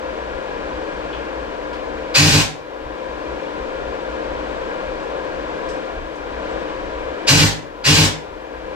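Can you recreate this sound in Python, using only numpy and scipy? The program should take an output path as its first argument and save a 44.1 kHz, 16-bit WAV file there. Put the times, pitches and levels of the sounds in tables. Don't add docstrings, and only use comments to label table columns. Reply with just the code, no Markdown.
import sys
import numpy as np
from scipy import signal
from scipy.fft import rfft, irfft, next_fast_len
from scipy.io import wavfile
from scipy.ndimage import uniform_filter1d, minimum_filter1d, map_coordinates

SR = 44100
rng = np.random.default_rng(int(sys.argv[2]) if len(sys.argv) > 2 else 0)


def unload_wav(signal):
    wavfile.write(
        sys.argv[1],
        SR,
        np.round(np.clip(np.atleast_2d(signal).T, -1, 1) * 32767).astype(np.int16),
    )


N = 385866
T = np.arange(N) / SR

# pulled_s, released_s, valve_closing_time_constant_s, relative_air_level_db,
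# piston_delay_s, full_strokes_per_s, relative_swing_level_db, slackening_at_s
PULLS = [(2.139, 2.398, 0.012, -4, .03, 151, 1, 2.315), (7.266, 7.438, 0.031, -4, 0.028, 152, 1, 7.394),
         (7.836, 8.035, 0.016, -4.5, .022, 157, -0.5, 7.956)]


def amp(db):
    return 10 ** (np.asarray(db) / 20)


def unit(x):
    return x / np.sqrt(np.mean(x ** 2) + 1e-20)


def along(points, hz):
    f, v = np.transpose(points)
    return np.interp(np.log(hz + 1), np.log(f + 1), v)


def wobble(rate):
    knots = rng.standard_normal(int(N * rate / SR) + 4)
    coarse_t = T[::32]
    return np.interp(T, coarse_t, map_coordinates(knots, [coarse_t * rate]))


def filtered(x, response):
    m = next_fast_len(N + SR // 2)
    return irfft(rfft(x, m) * response(np.fft.rfftfreq(m, 1 / SR)), m)[..., :N]


def resonate(x, modes):
    def response(f):
        return sum(amp(db) * (1j * f * w / (c * c - f * f + 1j * f * w)) ** 2 for c, w, db in modes)
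    return filtered(x, response)


def left_late(pair, phase):
    return np.array([filtered(pair[0], lambda f: np.exp(-1j * along(phase, f))), pair[1]])


def garage(x, wet_db, shade_hz=30000):
    # pitch_hz, t60_s
    decay = [(100, 0.35), (500, 0.59), (3000, 0.34), (7000, 0.29), (14000, 0.2)]
    hz, t, z = signal.stft(rng.standard_normal((2, SR // 2)), SR, nperseg=256)
    tail = signal.istft(z * amp(-60 * t / along(decay, hz)[:, None]), SR, nperseg=256)[1]
    tail = tail / np.linalg.norm(tail[0])
    late = np.pad(x, (130, 0))
    echo = signal.fftconvolve(late[None], tail, axes=1)[:, :N]
    direct = filtered(x, lambda f: 1 / np.hypot(1, (f / shade_hz) ** 2))
    return (direct + amp(wet_db) * echo) / np.hypot(1, amp(wet_db))


def trigger(open_s, onset_db, onset_s):
    flow = np.zeros(N)
    for start, stop, close_s, db, *_ in PULLS:
        age = np.maximum(T - start, 0)
        valve = np.minimum(age / open_s, 1) * np.exp(-np.maximum(T - stop, 0) / close_s)
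        flow += valve * amp(db + onset_db * np.exp(-age / onset_s))
    return flow


def piston(scatter_s, uneven_db, bounce):
    # multiple_of_stroke_rate, level_db
    buzz = [(1, -0.5), (2, -10.5), (3, -18.5), (4, -23.5)]
    build_s, coast_s = 0.047, 0.02
    slow_start, spin_up_s = 0.28, 0.026
    rate_wander, force_wander_db = 0.03, 0.6
    slack_db, slack_slows, slack_s = 10, 0.16, 0.017
    swing, blows = np.zeros((2, N))
    drift = 1 + rate_wander * wobble(25)
    push = amp(force_wander_db * wobble(30))
    chances = rng.standard_normal((len(PULLS), 128, 3))
    for (start, stop, _, _, delay_s, rate, db, slack_at), chance in zip(PULLS, chances):
        inside = (T > start + delay_s) & (T < stop + 4 * coast_s)
        t = T[inside]
        age = t - start - delay_s
        slack = np.exp(-((t - slack_at) / slack_s) ** 2)
        speed = 1 - slow_start * np.exp(-age / spin_up_s) - slack_slows * slack
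        turns = np.cumsum(rate * speed * drift[inside]) / SR
        envelope = np.minimum(age / build_s, 1) * np.exp(-np.maximum(t - stop, 0) / coast_s)
        force = envelope * push[inside] * amp(db - slack_db * slack)
        swing[inside] = force * sum(amp(level) * np.sin(2 * np.pi * k * turns) for k, level in buzz)
        when = np.interp(np.arange(int(turns[-1]) + 1), turns, t)
        late, strong, skip = chance[:len(when)].T
        contact = np.abs(1 + bounce * np.cos(np.cumsum(2 * np.pi / 3 + 0.45 * skip)))
        strength = contact * np.interp(when, t, force) * amp(uneven_db * strong)
        blows[((when + scatter_s * late) * SR).astype(int)] = strength
    return swing, blows


def air_tool():
    # pitch_hz, width_hz, level_db
    frame_modes = [(57, 10, -1), (101.5, 39.6, 6), (157, 71, -3), (258.6, 45, -2), (295.4, 33, -9),
                   (448, 66, -9), (642, 72, -18), (873, 360, -18.5)]
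    # pitch_hz, width_hz, level_db
    steel_modes = [(1575, 250, -9.5), (2333, 120, -1), (2410, 66, -2.5), (2529, 82, 2.5), (2810, 74, -5.5),
                   (2810, 46, -7), (2820, 50, -4), (3600, 16, -7), (4106, 190, -4.5), (4570, 250, -3),
                   (4714, 170, -3.5), (5220, 79, -1), (5660, 30, -8)]
    # pitch_hz, relative_level_db_per_hz
    air_colour = [(100, -10), (400, -4), (800, -2), (1250, -5), (1900, -1), (2700, 0.5), (3500, 1),
                  (4600, 0.5), (7000, -2.5), (8300, -7), (10000, -13), (13000, -16), (13800, -22),
                  (16000, -25)]
    flow = trigger(open_s=0.018, onset_db=-1.0, onset_s=0.015)
    swing, blows = piston(scatter_s=0.0006, uneven_db=2.2, bounce=0.7)
    running = np.sqrt(np.mean(flow ** 2))
    puffs = unit(signal.lfilter([1], [1, -np.exp(-1 / (SR * 0.0016))], blows)) * running
    air = unit(filtered(rng.standard_normal(N), lambda f: amp(along(air_colour, f))))
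    hiss = garage(air * (0.73 * flow + 0.24 * puffs), wet_db=8.5, shade_hz=6000)
    steel = resonate((flow + 0.18 * puffs) * rng.standard_normal(N), steel_modes)
    clatter = garage(unit(steel), wet_db=-16) * running * amp(-5.5)
    shake = amp(-3.0) * unit(swing) + amp(-2.0) * unit(resonate(blows, frame_modes))
    thud = unit(garage(shake, wet_db=-8.0)) * running * amp(-1.1)
    lag = [(150, 2.7), (600, 0.64), (2000, 1.52), (5000, 1.63), (9000, 2.9)]
    return thud + left_late(hiss + clatter, lag)


def clinks():
    # start_s, level_db, pitch_hz, width_hz, t60_s
    touches = [(1.130, -28.5, 3160, 650, 0.059), (1.134, -34, 2600, 600, .1),
               (1.252, -38, 2750, 900, 0.085), (1.732, -33.5, 3000, 2000, 0.07),
               (5.686, -39.5, 5030, 2400, 0.11), (5.689, -45.5, 7700, 1400, 0.16),
               (6.156, -47, 6000, 3000, 0.049), (6.497, -55, 7450, 1050, 0.17),
               (8.546, -30, 1500, 1200, .025)]
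    out, t = np.zeros(N + SR), np.arange(SR // 4) / SR
    for s, db, hz, width_hz, t60 in touches:
        b, a = signal.iirpeak(hz, hz / width_hz, SR)
        once = signal.lfilter(b, a, rng.standard_normal(len(t)))
        ring = unit(signal.lfilter(b, a, once))
        out[round(s * SR):][:len(t)] += ring * amp(db - 60 * t / t60)
    return garage(out[:N], wet_db=3.5)


def fan():
    # pitch_hz, relative_level_db_per_hz
    rush_colour = [(76, -46), (130, -16.5), (263, -11.5), (308, -9.5), (377, -9.5), (531, -5.5),
                   (843, -11.5), (989, -8.5), (1280, -16), (1600, -15.5), (2000, -20.5), (3170, -25.5),
                   (8000, -44), (14600, -86.5), (15800, -78)]
    # pitch_hz, relative_level_db
    hum_tones = [(301.5, -43), (323.0, -45), (403.7, -46.5), (452.2, -44), (522.2, -35.5), (974.4, -50),
                 (1308, -71), (1410, -47), (1631, -55.5)]
    # pitch_hz, width_hz, level_db
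    housing_modes = [(318, 76, -5.5), (474.6, 66, 0.5), (551, 49, -0.5), (995, 83, -3.5), (1431, 59, -13.5),
                     (1630, 60, -3.5), (2370, 95, -11)]
    # pitch_hz, left_minus_right_db
    side = [(110, 0), (380, 6.5), (1290, 3.9), (2400, 3.5), (8000, 4), (12000, 0.7)]
    # pitch_hz, likeness (0-1)
    alike = [(70, 0.87), (210, 0.13), (320, 0.85), (1000, 0.88), (3200, 0.65), (4500, 0.086), (12000, 0.12)]
    hum = np.zeros(N)
    for hz, db in hum_tones:
        level = amp(db + 2.5 * wobble(11)) * np.sqrt(2)
        hum += level * np.sin(2 * np.pi * hz * T + 0.85 * wobble(11))
    rush = unit(filtered(rng.standard_normal((2, N)), lambda f: amp(along(rush_colour, f))))

    def share(f):
        angle = np.arccos(np.clip(along(alike, f), 0, 1)) / 2
        return np.array([np.cos(angle), np.sin(angle)])

    common, apart = filtered(rush, share)
    body = unit(garage(resonate(rng.standard_normal(N), housing_modes), wet_db=-1))
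    pair = amp(-29.5) * np.array([common + apart, common - apart]) + amp(-34) * body + amp(-1.0) * hum
    wavering = pair * amp(0.85 * wobble(2.93))
    sided = filtered(wavering, lambda f: amp(np.outer([0.5, -0.5], along(side, f))))
    return left_late(sided, [(200, 0.77), (320, 0.95), (550, 1.3), (900, 2.0), (3000, 1.43), (8000, 2.7)])


def rumble():
    # pitch_hz, width_hz, level_db
    low_modes = [(28.6, 14, -4), (52.9, 18, -0.5), (109, 34, -16.5)]
    flutter = wobble(9)
    flutter = flutter - uniform_filter1d(flutter, size=SR // 2)
    low = resonate(rng.standard_normal((2, N)), low_modes) * amp(5.5 * np.minimum(flutter, 1))
    return amp(-38.5) * unit(low[0] + amp(-11) * np.array([low[1], -low[1]]))


def scene():
    return air_tool() + fan() + rumble() + clinks()


def gain_control(x, limit_db, attack_s, hold_s, release_s):
    step = 1 - np.exp(-1 / (SR * attack_s))
    power = signal.lfilter([step], [1, step - 1], np.mean(x ** 2, axis=0))
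    excess = np.maximum(10 * np.log10(power + 1e-12) - limit_db, 0)
    half = int(hold_s * SR / 2)
    held = -minimum_filter1d(-excess, 2 * half + 1, origin=half)
    fade = np.exp(-T / release_s)
    cut = np.maximum.accumulate(held / fade) * fade
    return x * amp(-uniform_filter1d(cut, size=200))


def record(dry):
    # pitch_hz, relative_level_db_per_hz
    hiss_colour = [(4000, -6), (10500, -1.5), (12600, 0.5), (13400, -9), (16000, -9)]
    noise = rng.standard_normal((2, N))
    hiss = amp(-68.5) * unit(filtered(noise, lambda f: amp(along(hiss_colour, f))))
    ducked = gain_control(dry, limit_db=-10.5, attack_s=0.071, hold_s=0.14, release_s=0.43)
    levelled = gain_control(ducked, limit_db=-9.5, attack_s=0.0028, hold_s=0.0011, release_s=0.02)
    right_db = [(3000, -0.5), (5000, -0.5), (8500, -0.5), (12000, 3.0)]
    ports = filtered(levelled + hiss, lambda f: amp(np.outer([-0.5, 0.5], along(right_db, f))))
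    clipped = ports / (1 + ports ** 6) ** (1 / 6)
    return filtered(clipped, lambda hz: hz < 15850)


dry = scene()
out = record(dry)
unload_wav(out)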